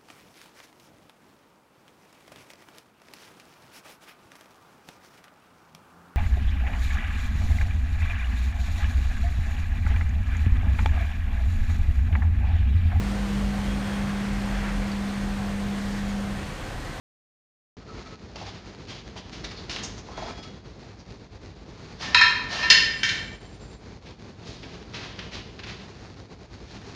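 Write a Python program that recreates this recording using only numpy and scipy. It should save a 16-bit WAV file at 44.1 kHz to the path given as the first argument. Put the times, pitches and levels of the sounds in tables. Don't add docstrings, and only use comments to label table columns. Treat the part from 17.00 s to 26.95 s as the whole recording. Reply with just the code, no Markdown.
import sys
import numpy as np
from scipy import signal
from scipy.fft import rfft, irfft
from scipy.io import wavfile
from scipy.ndimage import uniform_filter1d

SR = 44100
rng = np.random.default_rng(int(sys.argv[2]) if len(sys.argv) > 2 else 0)


def wav_out(sig):
    wavfile.write(sys.argv[1], SR, np.round(np.clip(np.atleast_2d(sig).T, -1, 1) * 32767).astype(np.int16))


N = 438794
TIME = np.arange(N) / SR
EVENT_TIME = TIME[:2 * SR]

# (frequency [Hz], relative level [dB])
RUMBLE_SPECTRUM = [(15, -38), (25, -39.5), (48, 1.5), (80, -3.5), (102, 1), (139, -6), (179, -3.5),
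                   (295, -9.5), (430, -9), (537, -15.5), (615, -16.5), (1010, -24), (1500, -37.5),
                   (1950, -65), (3300, -120)]
# (frequency [Hz], relative level [dB])
RUSTLE_SPECTRUM = [(400, -28.5), (700, 0.5), (1200, -1.5), (2400, -4), (3100, -8), (4400, -4), (5500, -10),
                   (6800, -12), (9000, -15.5), (13000, -28.5)]
# (middle time [s], length [s], level [dB])
BODY_MOVES = [(1.05, .34, -45.5), (1.587, 0.65, -47.5), (2.6, 0.38, -48), (3.25, 0.42, -42),
              (4.867, 0.32, -46.5), (7.757, 0.28, -50.5), (8.9, 0.98, -50.5), (9.89, 0.83, -47.5)]
# (time [s], pitch [Hz], level [dB], held length [s], fade time [s], jerkiness [0-1])
FAINT_RINGS = [(.79, 1297, -53, .38, .12, 1), (.862, 1297, -45, .05, .15, 1),
               (3.1, 1303, -52, .36, .15, .7), (3.09, 3332, -52, .4, .8, .5), (3.1, 5060, -57, .3, .5, .5),
               (5.7, 7310, -55, 1.08, .15, 0), (5.7, 8780, -56, 1.08, .15, 0)]

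# (frequency [Hz], relative level [dB])
FRICTION_SPECTRUM = [(250, -18), (600, 11), (1400, 8), (2400, 8.5), (3200, 9), (5000, 8.5), (7000, 0.5),
                     (9500, 0.5), (14000, -23)]
# (time [s], level [dB])
FLOOR_THUDS = [(1.358, -37), (1.412, -36), (2.162, -40), (3.087, -35.5), (3.177, -31.5), (3.222, -31.5),
               (3.262, -40)]
# (frequency [Hz], relative level [dB])
THUD_SPECTRUM = [(150, -39), (400, -9), (700, 1), (1000, 0.5), (1400, -37), (2500, -35), (6000, -23),
                 (10000, -52)]
# (time [s], level [dB], fade time [s], centre frequency [Hz])
SOLE_SCUFFS = [(1.362, -42.5, 0.36, 3300), (1.44, -42.5, 0.42, 3000), (1.865, -38.5, .5, 3500),
               (2.165, -38, 0.16, 3850), (2.311, -40.5, 0.35, 3300), (2.438, -33.5, 0.12, 3700),
               (2.509, -37, 0.064, 3500), (2.696, -32, 0.23, 5100), (2.775, -40, 0.18, 3400),
               (3.426, -39.5, 0.11, 6000)]
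# (time [s], level [dB])
SAND_CRUNCHES = [(1.357, -33.5), (2.163, -42), (2.695, -29.5), (2.761, -28)]
# (time [s], level [dB], centre frequency [Hz])
SOLE_CHIRPS = [(1.897, -45, 3000), (2.561, -39.5, 4120), (2.825, -30, 7060), (2.97, -42.5, 6600),
               (3.985, -49.5, 5600)]
# (time [s], level [dB], fade time [s], centre frequency [Hz])
BOTTLE_SQUEEZES = [(7.054, -44, 0.19, 2630), (7.426, -43.5, 0.73, 5500), (7.659, -47.5, 0.65, 2800),
                   (7.926, -37, 0.4, 2370), (8.0, -40, 0.56, 2200), (8.212, -45.5, 0.24, 2800),
                   (8.304, -37, 0.44, 2700), (8.649, -39, 0.5, 2300), (9.649, -47, 0.48, 4500)]
# (time [s], level [dB])
BOTTLE_SNAPS = [(7.433, -48), (7.629, -36.5), (7.941, -34), (8.189, -31.5), (8.59, -36.5), (8.633, -35.5)]

# (pitch [Hz], fade time [s], landing flat [dB], struck on the rim [dB], settling [dB])
LID_MODES = [(954, .4, -13, -27, -18), (990, .45, -6, -22, -24), (1347, .45, -9, -30, -16),
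             (1568, .5, -12, -21, -10), (1702, .4, -7, -20, -18), (1763, .55, -6, -8, -5),
             (1808, .75, -2, 0, 1), (1829, .6, 0, -5, -6), (1900, .4, -24, -15, -15),
             (2082, .4, -16, -16, -13), (2171, .5, -13, -16, -13), (2314, .55, -12, -16, -3),
             (2538, .6, -3, -27, -26), (2751, .6, -12, -4, -5), (2766, .5, -10, -12, -16),
             (3059, .65, -30, -9, -6), (3186, .5, -9, -14, -7), (3610, .3, -18, -14, -13),
             (3930, .4, -10, -18, -24), (4124, .45, -10, -24, -10), (4152, .45, -8, -26, -24),
             (4272, .42, -14, -6, -10), (4397, .45, -28, -14, -24), (4961, .33, -20, -4, -16),
             (5252, .38, -11, -9, -13), (5555, .4, -22, -15, -26)]
# (frequency [Hz], relative level [dB])
FLAT_WASH_SPECTRUM = [(300, -43), (700, -46), (980, -10.5), (1130, -55), (1750, 11.5), (2000, -17),
                      (2600, 2.5), (3400, -18), (3700, 6.5), (4300, 8), (4650, -2.5), (5300, -11),
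                      (6800, -9), (12000, -19)]
# (frequency [Hz], relative level [dB])
RIM_WASH_SPECTRUM = [(300, -63), (800, -29.5), (1200, -17.5), (1800, 4.5), (2450, -4), (2850, -4.5),
                     (3800, 0.5), (4350, -4), (4700, -4.5), (5200, -4), (5800, -2.5), (6500, -5.5),
                     (7500, -8), (12000, -18)]
# (pitch [Hz], relative level [dB])
SHIMMER_MODES = [(10648, -14.5), (11741, -4.5), (12586, -14.5), (13150, -9), (14190, 5)]
# (time [s], length [s], hiss level [dB], fall of the hiss [dB/s], ring level at the end [dB])
LID_DRAGS = [(4.95, .19, -32.5, 112, -41), (5.451, 0.3, -31, 46, -21.5)]
# (time [s], ring level [dB], chatter level [dB], crack level [dB], crack fade time [s], kind of contact)
LID_BLOWS = [(5.1454, -19, -17.5, -2.5, 0.036, "flat"), (5.2107, -15, -20, -12, 0.055, "flat"),
             (5.629, -27, -37, -25, 0.053, "flat"), (5.7, -16.5, -16, -6.5, 0.15, "rim"),
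             (6.031, -27.5, -23, -18, 0.078, "settle"), (6.089, -45, -40, -20, 0.12, "settle")]

# (frequency [Hz], gain [dB])
MICROPHONE_RESPONSE = [(6000, 0), (7000, -2), (7400, -11.5), (7900, -21), (8700, -14.5), (9600, -18.5),
                       (10400, -41), (12000, -38), (16000, -51)]


def undb(db):
    return 10 ** (np.asarray(db) / 20)


def unit(x):
    return x / np.sqrt(np.mean(x ** 2))


def fade(t60):
    return np.exp(-np.log(1000) * EVENT_TIME / t60)


def add(out, start, x):
    i = int(start * SR)
    out[i:i + len(x)] += x[:N - i]


def colour(x, spectrum):
    hz, db = np.transpose(spectrum)
    freqs = np.maximum(np.fft.rfftfreq(len(x), 1 / SR), 1)
    gain = undb(np.interp(np.log(freqs), np.log(hz), db))
    return unit(irfft(rfft(x) * gain, len(x)))


def grains(size, spread_db):
    return rng.standard_normal(size) * undb(spread_db * np.minimum(rng.exponential(size=size), 8))


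def wander(rate_hz):
    step = int(SR / rate_hz)
    stairs = np.repeat(rng.standard_normal(N // step + 1), step)
    return unit(uniform_filter1d(stairs, step)[:N])


def ring(hz, db, t60):
    return undb(db) * fade(t60) * np.sin(2 * np.pi * hz * EVENT_TIME)


def rumble_and_clothes(rumble_db=-39.5, resting_rustle_db=-49, waver_db=0.88):
    swells = sum(undb(db) * np.exp(-8 * ((TIME - middle) / length) ** 2)
                 for middle, length, db in BODY_MOVES)
    rumble = colour(rng.standard_normal(N), RUMBLE_SPECTRUM) * undb(rumble_db)
    cloth = colour(grains(N, spread_db=3.0), RUSTLE_SPECTRUM)
    rustle = cloth * np.hypot(undb(resting_rustle_db), swells)
    return (rumble + rustle) * undb(waver_db * wander(rate_hz=35))


def hall_echo(x, echo_db=-5, low_t60=0.77, high_t60=0.34, split_hz=3500, build_s=0.016):
    noise = rng.standard_normal(len(EVENT_TIME))
    low = signal.sosfilt(signal.butter(2, split_hz, fs=SR, output="sos"), noise)
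    high = signal.sosfilt(signal.butter(2, split_hz, "high", fs=SR, output="sos"), noise)
    build_up = 1 - np.exp(-(EVENT_TIME / build_s) ** 2)
    tail = (low * fade(low_t60) - high * fade(high_t60)) * build_up
    return undb(echo_db) * signal.fftconvolve(x, tail / np.linalg.norm(tail))[:N]


def faint_metal_rings(stroke_s=0.077):
    out = np.zeros(N)
    pauses = np.cos(np.pi * EVENT_TIME / stroke_s) ** 2
    for start, hz, db, length, t60, jerkiness in FAINT_RINGS:
        drive = rng.standard_normal(len(EVENT_TIME)) * (1 - jerkiness * pauses) * (EVENT_TIME < length)
        tone = signal.fftconvolve(drive, ring(hz, 0, t60))
        strength = np.sqrt(np.sum(tone ** 2) / (length * SR))
        add(out, start, undb(db) * tone / strength)
    return out


def friction(bursts, spread_db, floor_db=-16):
    out = np.zeros(N)
    friction_hz, friction_db = np.transpose(FRICTION_SPECTRUM)
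    hz = np.geomspace(100, 16000, 90)
    surface_db = np.interp(np.log(hz), np.log(friction_hz), friction_db)
    for start, db, rise_s, t60, centre_hz, width_octaves in bursts:
        hump = np.exp(-.5 * (np.log2(hz / centre_hz) / width_octaves) ** 2) + undb(floor_db)
        spectrum = np.column_stack([hz, surface_db + 20 * np.log10(hump)])
        slips = colour(grains(len(EVENT_TIME), spread_db), spectrum)
        swell = np.minimum(EVENT_TIME / rise_s, 1)
        fall = np.interp(EVENT_TIME - rise_s, EVENT_TIME, fade(t60))
        add(out, start, undb(db) * swell * fall * slips)
    return out


def floor_thuds(t60=0.11):
    out = np.zeros(N)
    for start, db in FLOOR_THUDS:
        knock = colour(rng.standard_normal(len(EVENT_TIME)), THUD_SPECTRUM)
        add(out, start, undb(db) * fade(t60) * knock)
    return out


def shoe_soles(rise_share=0.076):
    # (time [s], level [dB], rise [s], fade time [s], centre frequency [Hz], width [octaves])
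    scuffs = [(start, db, rise_share * t60, t60, hz, 1.66) for start, db, t60, hz in SOLE_SCUFFS]
    crunches = [(start, db, 0.0012, 0.06, 2700, 1.4) for start, db in SAND_CRUNCHES]
    chirps = [(start, db, 0.017, 0.12, hz, 0.24) for start, db, hz in SOLE_CHIRPS]
    return friction(scuffs + crunches + chirps, spread_db=2.5)


def plastic_bottle(rise_share=0.069):
    # (time [s], level [dB], rise [s], fade time [s], centre frequency [Hz], width [octaves])
    squeezes = [(start, db, rise_share * t60, t60, hz, 1.2) for start, db, t60, hz in BOTTLE_SQUEEZES]
    snaps = [(start, db, 0.0024, 0.095, 2270, 0.77) for start, db in BOTTLE_SNAPS]
    return friction(squeezes + snaps, spread_db=3)


def lid_ring(contact):
    column = ("flat", "rim", "settle").index(contact)
    return sum((-1) ** k * ring(hz, db[column], t60) for k, (hz, t60, *db) in enumerate(LID_MODES))


def lid_chatter(contact, smear_t60=0.045, wash_db=-3):
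    rattle, noise = rng.standard_normal((2, len(EVENT_TIME)))
    short_ring = lid_ring(contact) * fade(smear_t60)
    smeared = unit(irfft(rfft(rattle) * rfft(short_ring), len(rattle)))
    wash = colour(noise, FLAT_WASH_SPECTRUM if contact == "flat" else RIM_WASH_SPECTRUM)
    return unit(smeared + undb(wash_db) * wash)


def lid_shimmer(relative_db=-12, t60=0.43):
    out = np.zeros(N)
    high_tones = sum(ring(hz, db, t60) for hz, db in SHIMMER_MODES)
    for start, _, chatter_db, *_ in LID_BLOWS:
        add(out, start, undb(chatter_db + relative_db) * high_tones)
    return out


def lid_drags(push_hz=1750, width_hz=1500, held_t60=0.22, rise_s=0.08, release_s=0.027,
              swell_db_per_s=70.5):
    catches = grains(N, spread_db=1.0)
    grit = colour(catches, FRICTION_SPECTRUM)
    grit = colour(grit, [(5000, 0), (9000, -4)])
    push = signal.lfilter(*signal.iirpeak(push_hz, push_hz / width_hz, fs=SR), catches)
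    held_ring = (lid_ring("flat") + lid_ring("rim")) * fade(held_t60)
    singing = unit(signal.fftconvolve(push, held_ring)[:N])
    out = np.zeros(N)
    for start, length, hiss_db, fall_db_per_s, end_ring_db in LID_DRAGS:
        age = np.clip(TIME - start, 0, length)
        press = np.minimum(age / rise_s, 1) ** 2
        release = np.exp(-np.maximum(TIME - start - length, 0) / release_s)
        hiss = grit * undb(hiss_db - fall_db_per_s * np.maximum(age - rise_s, 0))
        ringing = singing * undb(end_ring_db - swell_db_per_s * (length - age))
        out += press * release * (hiss + ringing)
    return out


def lid_clanks(chatter_t60=0.47, rise_s=0.0021):
    clatter, rings = np.zeros(N), np.zeros(N)
    onset = np.minimum(EVENT_TIME / rise_s, 1)
    for start, ring_db, chatter_db, crack_db, crack_t60, contact in LID_BLOWS:
        chatter = undb(chatter_db) * fade(chatter_t60) * lid_chatter(contact)
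        crack = undb(crack_db) * fade(crack_t60) * lid_chatter(contact)
        add(clatter, start, onset * (crack + chatter))
        add(rings, start, onset * undb(ring_db) * lid_ring(contact))
    return clatter, rings


def scene():
    clatter, rings = lid_clanks()
    noises = clatter + lid_drags() + shoe_soles() + floor_thuds() + plastic_bottle()
    echo = hall_echo(noises + undb(-12) * rings)
    return (noises + rings + lid_shimmer() + faint_metal_rings() + echo + rumble_and_clothes())[None]


def suppressor_dips(typical_gap_s=0.15, length_s=0.08, typical_db=7):
    gaps, strengths = rng.uniform(.4, 1.6, (90, 2)).T
    starts = np.cumsum(typical_gap_s * gaps)
    dip = typical_db * np.hanning(int(length_s * SR))
    out = np.zeros(N)
    for start, strength in zip(starts[starts < N / SR], strengths):
        add(out, start, strength * dip)
    return out


def noise_suppressor(x, threshold_db=-37, range_db=13, cut_db=5, window_s=0.025, listen_above_hz=700):
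    upper = signal.sosfilt(signal.butter(2, listen_above_hz, "high", fs=SR, output="sos"), x)
    power = np.maximum(uniform_filter1d(upper ** 2, int(window_s * SR)), 1e-12)
    quietness = np.clip((threshold_db - 10 * np.log10(power)) / range_db, 0, 1)
    return x * undb(-quietness * (cut_db + suppressor_dips()))


def record(dry, silent_until_s=0.768, clip_level=0.82, top_hz=15500):
    suppressed = noise_suppressor(dry) * (TIME >= silent_until_s)
    clipped = np.clip(suppressed, -clip_level, clip_level)
    hz, db = np.transpose(MICROPHONE_RESPONSE)
    freqs = np.linspace(0, SR / 2, 257)
    microphone = signal.firwin2(129, freqs, undb(np.interp(freqs, hz, db)), fs=SR)
    dulled = signal.fftconvolve(clipped, microphone[None], "same")
    return signal.sosfilt(signal.ellip(8, .2, 70, top_hz, fs=SR, output="sos"), dulled)


dry = scene()
out = record(dry)
wav_out(out)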